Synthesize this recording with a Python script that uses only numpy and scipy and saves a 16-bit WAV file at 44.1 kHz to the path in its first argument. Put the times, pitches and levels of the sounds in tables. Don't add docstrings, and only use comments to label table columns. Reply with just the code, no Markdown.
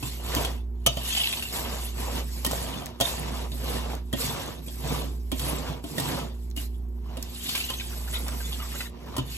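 import sys
import numpy as np
from scipy import signal
from scipy.fft import rfft, irfft, next_fast_len
from scipy.io import wavfile
from scipy.ndimage import uniform_filter1d

SR = 44100
rng = np.random.default_rng(int(sys.argv[2]) if len(sys.argv) > 2 else 0)


def master(y):
    cut = np.clip(np.atleast_2d(y).T, -1, 1)
    pcm = np.round(cut * 32767)
    wavfile.write(sys.argv[1], SR, pcm.astype(np.int16))


N = 413216

# frequency in Hz, level in dB, undamped 60 dB decay in s.
WIRE_MODES = [(2620, -4.5, 0.15), (2797, -1.5, 0.22), (3010, -1, .14), (3107, -3, 0.11), (3305, 1, 0.11),
              (3606, -0.5, 0.22), (3746, -0.5, 0.25), (4210, -1.5, 0.08), (4650, -0.5, 0.039),
              (5710, -10.5, .05), (6430, -4.5, .05), (7180, -2, .056), (10500, 3, .025)]


def from_db(db):
    return 10 ** (np.asarray(db) / 20)


def rms_one(x):
    return x / np.sqrt(np.mean(x ** 2) + 1e-20)


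def at_hz(points, hz):
    point_hz, value = np.transpose(points)
    return np.interp(np.log(hz + 1e-9), np.log(point_hz), value)


def colour(x, spectrum):
    size = next_fast_len(len(x))
    gain = from_db(at_hz(spectrum, np.fft.rfftfreq(size, 1 / SR)))
    return rms_one(irfft(rfft(x, size) * gain, size)[:len(x)])


def drift(rate):
    return np.interp(np.arange(N) / SR * rate, np.arange(N), rng.standard_normal(N))


def grains(per_s, spread_db, clump_db, clump_rate):
    at = np.flatnonzero(rng.random(N) < per_s / SR)
    chance = rng.random(N)[at]
    clumps = np.interp(at / SR * clump_rate, np.arange(N // 100), rng.standard_normal(N // 100))
    size_db = spread_db * np.minimum(-np.log(chance), 4)
    out = np.zeros(N)
    out[at] = (-1.) ** at * from_db(size_db + clump_db * clumps)
    return out


def ring(force, hz, t60):
    radius, turn = from_db(-60 / (t60 * SR)), 2 * np.pi * hz / SR
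    return signal.lfilter([0, np.sin(turn)], [1, -2 * radius * np.cos(turn), radius * radius], force + 1e-18)


def swells(peak_s, rise_s, fall_s, level_db, size=64):
    edge_db = 10
    rise_power, fall_power = 1.89, 1.95
    t = np.arange(0, N + size, size) / SR
    since = t[:, None] - peak_s
    rising = np.abs(since / rise_s) ** rise_power
    falling = np.abs(since / fall_s) ** fall_power
    away = np.where(since < 0, rising, falling)
    power = np.sum(from_db(level_db - edge_db * away) ** 2, axis=1)
    return np.interp(np.arange(N) / SR, t, np.sqrt(power))


def shifting(x, depth_db, size=512, order=5):
    cells = signal.stft(x, nperseg=size)[2]
    patches = uniform_filter1d(rng.standard_normal(cells.shape), order, axis=0)
    patches = uniform_filter1d(patches, order, axis=1)
    moved = cells * from_db(depth_db * rms_one(patches))
    return rms_one(signal.istft(moved, nperseg=size)[1][:N])


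def favoured(modes, near_hz, boost_db, width):
    return [(hz, db + boost_db * np.exp(-(np.log(hz / near_hz) / width) ** 2), t60) for hz, db, t60 in modes]


def detuned(modes, spread):
    return [(hz * np.exp(spread * rng.standard_normal()), db, t60) for hz, db, t60 in modes]


def struck(force, modes, uneven_db, damping=1, size=660):
    out = 0
    for hz, db, t60 in modes:
        mode = ring(force, hz, t60 * damping)
        out = out + from_db(db + uneven_db * rng.random()) * mode / mode[:size].std()
    return out / out[:size].std()


def hum(waver):
    # multiple of the motor frequency, level in dB rms.
    harmonics = [(1, -38), (2, -60.5), (3, -58), (4, -51), (5, -72.5), (6, -57.5), (7, -64)]
    mains_hz, mains_db = 59.995, -34.5
    motor_hz, in_step_s = 59.345, .6
    t = np.arange(N) / SR - in_step_s
    turn = 2 * np.pi * motor_hz * t + waver * drift(5.4)
    motor = sum(from_db(db) * np.cos(round(k) * turn) for k, db in harmonics)
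    mains = from_db(mains_db) * np.cos(2 * np.pi * mains_hz * t)
    return np.sqrt(2) * (motor + mains)


def appliance_rush(level_db):
    # frequency in Hz, relative level in dB per Hz.
    rush_spectrum = [(20, -15), (50, 3.5), (85, 0.5), (120, -4), (200, -7.5), (300, -11), (400, -11),
                     (560, -24), (850, -21.5), (1300, -36), (2200, -45), (6000, -73), (12000, -45),
                     (13800, -38), (14500, -66.5)]
    return from_db(level_db) * colour(rng.standard_normal(N), rush_spectrum)


def stirring():
    strokes = [ (.06, 0.066, 0.15, -47, -39.5, -43.5), (.38, 0.13, 0.14, -30, -36, -37),
               (1.0, 0.11, 0.34, -42.5, -46.5, -52), (1.2, 0.2, 0.16, -52, -33.5, -30.5),
               (1.38, 0.14, 0.28, -45, -39, -46), (1.56, 0.039, 0.076, -34.5, -34, -47),
               (1.68, 0.095, 0.13, -34.5, -46, -43), (1.83, 0.27, 0.11, -46, -41, -42),
               (2.02, 0.065, 0.11, -35.5, -38, -52), (2.18, 0.091, 0.05, -34, -38, -40.5),
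               (2.37, 0.23, 0.09, -51.5, -42.5, -67), (2.55, 0.12, 0.18, -38, -37, -42),
               (2.76, 0.21, 0.15, -37, -48.5, -46), (3.07, 0.047, 0.13, -36, -33.5, -35.5),
               (3.27, 0.22, 0.075, -36, -48, -48), (3.42, 0.2, 0.056, -37.5, -43, -47),
               (3.56, 0.079, 0.11, -56, -43.5, -63), (3.73, 0.13, 0.11, -33.5, -39.5, -41),
               (3.91, 0.16, 0.081, -37, -46, -47.5), (4.08, 0.042, 0.046, -75, -57, -70),
               (4.231, 0.059, 0.1, -36.5, -31.5, -38.5), (4.38, 0.17, 0.18, -34.5, -42, -41.5),
               (4.7, 0.067, 0.47, -58, -44, -70), (4.92, 0.1, .14, -32, -41, -39),
               (5.27, 0.02, 0.09, -75, -56.5, -80), (5.43, 0.077, 0.078, -40, -37, -47),
               (5.48, 0.073, 0.16, -33, -40.5, -40.5), (5.69, 0.12, 0.094, -36.5, -46.5, -48),
               (5.89, 0.051, 0.24, -49, -42.5, -55), (6.01, 0.064, 0.14, -36, -38, -46),
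               (6.11, 0.086, 0.15, -32.5, -40, -40.5), (6.44, 0.12, 0.082, -68, -54, -76),
               (6.61, 0.032, 0.059, -49.5, -38, -57), (6.72, 0.047, 0.12, -73, -58.5, -65.5),
               (7.17, 0.13, 0.18, -46, -81, -77), (7.38, 0.19, .1, -62, -46.5, -47.5),
               (7.52, 0.14, 0.19, -50.5, -35.5, -36.5), (7.72, 0.22, 0.28, -56, -42.5, -45),
               (7.95, 0.13, 0.18, -47.5, -45.5, -63), (8.15, 0.044, 0.05, -44.5, -39.5, -44.5),
               (8.32, 0.21, 0.11, -44.5, -53, -67), (8.57, 0.98, 0.18, -48.5, -40.5, -65),
               (8.82, 0.17, 0.062, -45, -38, -48), (8.98, 0.09, 0.15, -49.5, -68, -82),
               (9.14, 0.13, 0.17, -42, -52, -72), (9.351, 0.08, 0.086, -61, -40.5, -40.5)]
    # loudest moment, rise and fall in seconds, level in dB.
    bowl_shifts = [(.04, 0.025, 0.052, -37.5), (0.551, .06, 0.029, -43), (2.25, 0.054, 0.064, -45),
                   (2.77, 0.066, 0.068, -40), (3.31, .03, 0.037, -41), (3.52, 0.086, 0.096, -45),
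                   (3.88, 0.16, 0.051, -47), (4.61, .1, 0.11, -41), (4.8, 0.028, 0.042, -38),
                   (5.04, 0.061, 0.12, -37), (5.96, 0.086, 0.044, -44), (6.13, 0.028, 0.025, -35),
                   (6.24, 0.022, 0.044, -34.5)]
    # time in seconds, level against the crunch in dB.
    looseness = [(.5, -12), (1.5, -12.5), (2.6, -4), (3.3, -7.5), (3.8, -3), (4.3, -2.5), (6.2, -3.5),
                 (7.2, 1), (8.3, -2.5), (9.2, -3.5)]
    hiss_lead_s = 0.006
    rumble_lag_s = 0.0051
    resting_crunch_db, resting_hiss_db = -68, -68.5
    s, rise, fall, crunch_db, hiss_db, wire_db = np.transpose(strokes)
    crunch = np.hypot(swells(s, rise, fall, crunch_db), from_db(resting_crunch_db))
    hiss = np.hypot(swells(s - hiss_lead_s, rise, fall, hiss_db), from_db(resting_hiss_db))
    wires = swells(s, rise, fall, wire_db)
    shaken_db = crunch_db + np.interp(s, *np.transpose(looseness))
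    shaken = swells(s + rumble_lag_s, rise, fall, shaken_db)
    rumble = np.hypot(shaken, swells(*np.transpose(bowl_shifts)))
    return crunch, hiss, wires, rumble


def flour(crunch_gain, hiss_gain, rumble_gain):
    # frequency in Hz, relative level in dB per Hz.
    crunch_spectrum = [(150, 8.5), (300, 1.5), (450, 5.5), (600, 6), (800, 5), (1050, 5), (1400, -4),
                       (2000, -6), (3000, -5), (6000, -12.5), (13800, -46.5), (14500, -52.5)]
    hiss_spectrum = [(700, -48.5), (1500, -3.5), (2200, 2), (3300, 3.5), (5000, 4.5), (6300, 0.5),
                     (8300, 10), (10000, 4), (12000, 5.5), (13800, 5), (15400, -9), (16000, -28)]
    rumble_spectrum = [(60, -47), (100, -31), (138, 3), (195, -10), (255, -5.5), (320, -12), (480, -15.5),
                       (1000, -51.5)]
    fine_above_hz, firm_hiss_db, coarse_growth = 11000, -42.5, 0.25
    crunch = colour(grains(per_s=1100, spread_db=1.0, clump_db=1.5, clump_rate=90), crunch_spectrum)
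    crunch = shifting(crunch, depth_db=3.0)
    rumble = colour(grains(per_s=760, spread_db=1.5, clump_db=5.0, clump_rate=27), rumble_spectrum)
    hiss = colour(grains(per_s=4500, spread_db=1.0, clump_db=1.5, clump_rate=90), hiss_spectrum)
    hiss = shifting(hiss, depth_db=4.5)
    coarse = signal.sosfiltfilt(signal.butter(2, fine_above_hz, fs=SR, output="sos"), hiss)
    fine = hiss - coarse
    hiss = fine + coarse * (hiss_gain / from_db(firm_hiss_db)) ** coarse_growth
    return crunch_gain * crunch + rumble_gain * rumble + hiss_gain * hiss


def singing_wires(damping, wander_db, bend):
    out = 0
    for hz, mode_db, t60 in WIRE_MODES:
        slips = grains(per_s=600, spread_db=2.0, clump_db=wander_db, clump_rate=45)
        mode = ring(slips, hz, t60 * damping)
        flexed = np.cumsum(1 + bend * drift(14)) % N
        out = out + from_db(mode_db) * rms_one(np.interp(flexed, np.arange(N), mode))
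    chatter = from_db(2.9 * drift(140))
    return rms_one(out * chatter)


def taps(clatter_s, size=8192):
    # start in seconds, levels in dB of tick, thump, wall ring and
    # wire ring, then pitches in Hz of the thump, of the wall where it is hit and of the loop that lands.
    knocks = [(0.027, -35, -33.5, -40, -38, 120, 1070, 2640), (0.3648, -47, -25, -37, -33, 310, 920, 3120),
              (0.4481, -28, -55, -39, -31.5, 265, 760, 3300),
              (0.8629, -15, -53, -28.5, -19.5, 265, 1200, 3010),
              (0.8705, -26, -28.5, -28, -25.5, 130, 665, 3000),
              (0.9698, -34, -36, -34.5, -33.5, 170, 664, 3110),
              (1.424, -40, -47, -55, -30.5, 169, 920, 2750),
              (2.4476, -19.5, -57, -32, -29.5, 360, 1060, 3040),
              (2.4634, -21, -30, -36, -50, 265, 1870, 2800), (2.5111, -28, -36, -37, -50, 265, 920, 2630),
              (2.528, -41, -44, -29, -44, 171, 633, 3760), (3.0018, -25, -50, -27.5, -32.5, 190, 707, 3270),
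              (3.0092, -19, -30, -25, -24.5, 230, 637, 3230),
              (3.0162, -31, -48, -39, -26.5, 230, 1050, 3610),
              (3.5171, -44, -38, -50, -40.5, 170, 620, 3720),
              (4.1285, -27.5, -46, -37.5, -40, 170, 1870, 3160),
              (4.1341, -48, -26.5, -31, -33.5, 265, 590, 3300),
              (4.6804, -53, -47, -45, -44, 265, 615, 3360),
              (5.317, -27, -34.5, -39, -37, 170.3, 2370, 3255),
              (5.3227, -42, -28, -36, -38, 260, 640, 3290), (5.3948, -28, -44, -54, -39, 170, 920, 3240),
              (5.84, -38, -32, -40, -43, 290, 655, 3210), (5.9813, -25, -32.5, -32.5, -34, 265, 1870, 3590),
              (5.999, -23.5, -34, -37, -43, 170, 740, 2740), (6.564, -33, -44, -49, -41, 265, 660, 2900),
              (6.574, -31, -40, -48, -36.5, 265, 660, 2920), (7.17, -36.5, -42, -40, -43.5, 265, 660, 2850),
              (7.492, -25.5, -60, -53, -44, 265, 1200, 3340), (7.554, -24, -63, -51, -43, 265, 1060, 3120),
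              (7.5765, -29, -62, -51, -37, 265, 1200, 2660),
              (7.7003, -29, -44, -36.5, -32, 265, 1050, 3100),
              (9.166, -26.5, -48, -36, -42, 190, 920, 3020),
              (9.1809, -30, -28.5, -33, -36, 360, 1060, 3010),
              (9.189, -45, -26, -53, -35.5, 105, 1200, 3010)]
    # frequency in Hz, level in dB, undamped 60 dB decay in s.
    base_modes = [(83, -5.5, 0.22), (130.2, 1, 0.26), (169.7, -6, 0.32), (262, 0, 0.13), (294, 2.5, 0.11),
                  (364, -9, 0.147)]
    wall_modes = [(543, -18.5, .07), (577, -5.5, .07), (614, -4.5, 0.08), (671, -3.5, 0.083),
                  (777, -9.5, .05), (925, -7, 0.15), (1032, -2.5, 0.071), (1230, -12, .06), (1255, -9, .06),
                  (1430, -6.5, 0.043), (1873, -6.5, 0.04), (2360, -10, .08)]
    # multiple of its pitch, level in dB, undamped 60 dB decay in s.
    loop_modes = [(1.001, 13, 0.056), (1.035, -7, 0.2), (1.95, 1, .06), (2.034, 6, 0.089), (3.58, 0, 0.06)]
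    # frequency in Hz, relative level in dB per Hz.
    tick_spectrum = [(300, -39), (1000, 0.5), (2200, -21), (3000, 6.5), (4200, 3.5), (5300, 2.5), (6100, 0),
                     (7300, -0.5), (8500, 11), (10700, 3.5), (13000, 0.5), (16000, -2)]
    tick_decay_s = 0.0074
    rattle_db, rattle_s = -26.5, .028
    hard_tap_db, overtone_growth = -21.5, 1.7
    out, t = np.zeros(N + size), np.arange(size) / SR
    bouncing = np.exp(-t / clatter_s) + from_db(rattle_db) * np.exp(-t / rattle_s)
    for s, tick_db, thump_db, wall_db, wire_db, thump_hz, wall_hz, loop_hz in knocks:
        clatter = rng.standard_normal(size) ** 3 * bouncing
        tilt_db = overtone_growth * (wire_db - hard_tap_db)
        loop = [(k * loop_hz, db + tilt_db * np.log2(k), t60) for k, db, t60 in loop_modes]
        wires = loop + detuned(WIRE_MODES, spread=.009)
        wall = detuned(favoured(wall_modes, wall_hz, boost_db=13.5, width=0.17), spread=.012)
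        base = favoured(base_modes, thump_hz, boost_db=10.5, width=0.38)
        tick = colour(rng.standard_normal(size), tick_spectrum) * np.exp(-t / tick_decay_s)
        knock = from_db(tick_db) * tick
        knock += from_db(thump_db) * struck(clatter, base, uneven_db=0.0, damping=.85)
        knock += from_db(wall_db) * struck(clatter, wall, uneven_db=4.5, damping=0.9)
        knock += from_db(wire_db) * struck(clatter, wires, uneven_db=1.0, damping=0.76)
        start = int(s * SR)
        out[start:start + size] += knock
    return out[:N]


def clicks(size=2048):
    # start in seconds, level in dB, centre of the tick in Hz, decay in seconds.
    wire_contacts = [(0.35, -13, 7460, .0008), (0.8702, -11, 12000, .0016), (2.5178, -22, 9500, .0013),
                     (2.859, -28, 10500, 0.0029), (2.866, -31, 3500, .002), (3.0113, -18, 5700, .0022),
                     (3.952, -32, 11000, .0013), (5.396, -28, 7500, .002), (6.502, -43, 12500, 0.0025),
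                     (6.5125, -42, 4940, 0.0021), (7.2265, -25, 9500, 0.0035), (8.282, -25, 9000, 0.0022)]
    # multiple of its centre, relative level in dB.
    click_spectrum = [(.08, -25), (.3, -7.5), (.7, -1.5), (1, -2.5), (1.6, -7), (3, -12)]
    out, t = np.zeros(N + size), np.arange(size) / SR
    for s, db, centre_hz, decay_s in wire_contacts:
        spectrum = [(k * centre_hz, level_db) for k, level_db in click_spectrum]
        tick = colour(rng.standard_normal(size), spectrum)
        start = int(s * SR)
        out[start:start + size] += from_db(db) * tick * np.exp(-t / decay_s)
    return out[:N]


def skids(jitter, slowing, judder_db, uneven_db, size=4096, count=40):
    # start and length in seconds, level in dB, rasp pitch in Hz.
    wall_skids = [(1.148, .006, -23, 2950), (1.163, 0.0072, -29, 3030), (1.173, 0.0055, -27, 3000),
                  (1.196, .014, -24.5, 2860), (1.212, 0.0056, -21.5, 2900), (1.234, 0.014, -24, 2800),
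                  (1.255, 0.0052, -24, 2700), (1.268, 0.0055, -23, 2810), (1.326, 0.013, -26.5, 2600),
                  (1.37, .005, -30, 2900), (1.393, 0.005, -31, 3200), (1.451, 0.013, -34, 2880),
                  (1.866, 0.012, -48, 1930), (2.004, 0.0082, -43, 2370), (2.177, 0.028, -41, 2920),
                  (7.355, 0.0079, -46, 2900), (7.458, 0.012, -34, 2970), (7.485, 0.012, -29, 3200),
                  (7.549, 0.015, -27, 2380), (7.575, 0.0079, -33, 2500), (7.602, 0.013, -29, 2700),
                  (7.638, 0.0089, -30, 3160), (7.686, 0.01, -32, 2850), (7.698, 0.0061, -41, 1500),
                  (7.733, 0.012, -32, 3000), (7.743, 0.0098, -39, 2920), (7.797, 0.013, -32.5, 2480),
                  (7.81, 0.0089, -43, 1440), (7.928, 0.012, -45, 1480), (8.075, 0.012, -41.5, 1400),
                  (8.136, 0.0093, -33, 3450), (8.152, .012, -30, 3540), (8.166, 0.012, -38, 3550),
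                  (8.281, 0.011, -37, 1320), (8.403, 0.013, -39.5, 1550), (8.444, .026, -38, 3500),
                  (8.522, 0.013, -33.5, 3620), (8.541, 0.0088, -38, 2900), (8.594, 0.021, -38, 1300),
                  (8.62, 0.013, -38, 1180), (8.648, 0.013, -42.5, 1130), (8.684, .012, -51, 1980),
                  (8.718, .012, -44, 1910), (8.739, 0.013, -45, 900), (8.753, 0.0095, -39, 1560),
                  (8.803, 0.015, -30.5, 1890), (8.855, 0.016, -41, 1940)]
    # frequency in Hz, relative level in dB per Hz.
    scratch_spectrum = [(400, -15), (700, 13), (1200, 4.5), (2400, 2), (3700, 10), (4600, -0.5),
                        (9000, -18), (16000, -36)]
    # multiple of its pitch, relative level in dB.
    rasp_peak = [(.22, -17), (.5, -22), (.84, -7), (.96, 3.5), (1.04, 6), (1.16, -7), (1.8, -6), (2.05, -7),
                 (2.4, -11.5)]
    attack_s, ring_s = .0015, 0.0037
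    slip_hz, slip_spread = 649.5, .18
    out, t = np.zeros(N + size), np.arange(size) / SR
    bands = np.geomspace(500, 7000, count)
    for s, length, db, rasp_hz in wall_skids:
        along = np.minimum(t / length, 1)
        wobble, judder = rms_one(uniform_filter1d(rng.standard_normal((2, size)), size=70))
        rate = slip_hz * np.exp(slip_spread * rng.standard_normal() + jitter * wobble - slowing * along)
        slips = np.diff(np.floor(np.cumsum(rate) / SR), prepend=0)
        slips = slips * from_db(judder_db * judder)
        spot_db = at_hz(rasp_peak, bands / rasp_hz) + uneven_db * rng.standard_normal(count)
        rasp = colour(colour(slips, scratch_spectrum), list(zip(bands, spot_db)))
        rasp *= np.minimum(t / attack_s, 1) * np.exp(-np.maximum(t - length, 0) / ring_s)
        start = int(s * SR)
        out[start:start + size] += from_db(db) * rasp / rasp[along < 1].std()
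    return out[:N]


def dragging():
    # hardest moment, rise and fall in seconds, level in dB.
    drags = [(7.59, .13, 0.11, -49), (8.15, 0.043, .06, -40), (8.28, .035, 0.059, -45.5),
             (8.45, .1, 0.13, -52), (8.62, 0.062, 0.062, -46), (8.78, 0.11, 0.078, -48)]
    # frequency in Hz, level in dB, 60 dB decay in s.
    drag_modes = [(625, -2, .04), (912, -9, .06), (1090, -4, 0.055), (1240, 0, 0.036), (1395, 3.5, 0.046),
                  (1966, 2, 0.044), (2143, 3, 0.07), (2520, 3, .03), (3010, 0, 0.044), (3480, -1, .04),
                  (3650, -1, 0.044)]
    slips = grains(per_s=700, spread_db=3.0, clump_db=7.0, clump_rate=110)
    wall = 0
    for k, (hz, db, t60) in enumerate(drag_modes):
        wall = wall + (-1) ** k * from_db(db) * rms_one(ring(slips, hz, t60))
    return swells(*np.transpose(drags)) * rms_one(wall)


def whisk(crunch_gain, hiss_gain, wire_gain, rumble_gain):
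    sliding = flour(crunch_gain, hiss_gain, rumble_gain)
    singing = wire_gain * singing_wires(damping=0.22, wander_db=7.0, bend=.025)
    return sliding + singing + dragging() + taps(clatter_s=0.0066) + clicks()


def two_ports(direct, scattered):
    # frequency in Hz, phase in radians.
    port_phase = [(20, 0), (150, .05), (450, 1.1), (900, 1.15), (1650, 0), (2600, 2.2), (3300, 2.5),
                  (5200, 2.5), (6000, 0), (7900, -1.6), (9000, -3.1), (9600, -3.2), (10200, -3.6),
                  (11600, -6.2), (12900, -6.5), (13850, -9.3), (14700, -9.42), (16000, -9.42)]
    # frequency in Hz, level in dB.
    reflected = [(80, -18), (160, -10), (300, -3.5), (800, -3.5), (2000, -2), (3200, -2.5), (5000, -.5),
                 (7500, -4), (8600, -9), (9400, -20), (10600, -9), (12200, -15), (13300, -11), (14200, -24),
                 (16000, -24)]
    size = next_fast_len(N + 4096)
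    hz = np.fft.rfftfreq(size, 1 / SR)
    turn = np.exp(.5j * at_hz(port_phase, hz) * np.array([[1], [-1]]))
    wet = from_db(at_hz(reflected, hz))
    mixed = rfft(direct, size) * turn + wet * rfft(scattered, size)
    return irfft(mixed / np.sqrt(1 + wet ** 2), size)[:, :N]


def kitchen(x, t60, room_db, size=20000):
    # frequency in Hz, relative level in dB.
    room_spectrum = [(100, 3.5), (6000, 3), (9000, -12), (13000, -12), (14500, -23.5)]
    t = np.arange(size) / SR
    tail = np.array([colour(noise, room_spectrum) for noise in rng.standard_normal((2, size))])
    tail *= from_db(-60 * t / t60) * np.minimum(t / 0.006, 1)
    tail /= np.sqrt(np.sum(tail[0] ** 2))
    return x + from_db(room_db) * signal.fftconvolve(x, tail, axes=1)[:, :N]


def scene():
    gains = stirring()
    direct, *scattered = [whisk(*gains) + appliance_rush(level_db=-48.0) for path in range(3)]
    squeaks = skids(jitter=.14, slowing=.1, judder_db=4.5, uneven_db=7.0)
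    close = two_ports(direct + squeaks, np.array(scattered))
    return kitchen(close, t60=0.19, room_db=-14.0) + hum(waver=0.028)


def record(dry):
    # frequency in Hz, level difference in dB.
    port_balance = [(60, -2.7), (150, -4), (350, -5), (900, 0.3), (2500, -0.5), (4000, 0.6), (5900, 2),
                    (8000, -1.5), (10000, -2), (13000, 1), (16000, -7)]
    low_cut_hz, cutoff_hz = 51.7, 15900
    size = next_fast_len(N + 4096)
    hz = np.fft.rfftfreq(size, 1 / SR)
    ports = from_db(at_hz(port_balance, hz) * np.array([[.5], [-.5]]))
    bass_cut = hz ** 3 / np.sqrt(hz ** 6 + low_cut_hz ** 6)
    heard = irfft(rfft(dry, size) * ports * bass_cut, size)[:, :N]
    return signal.sosfilt(signal.ellip(10, .2, 80, cutoff_hz, fs=SR, output="sos"), heard)


dry = scene()
out = record(dry)
master(out)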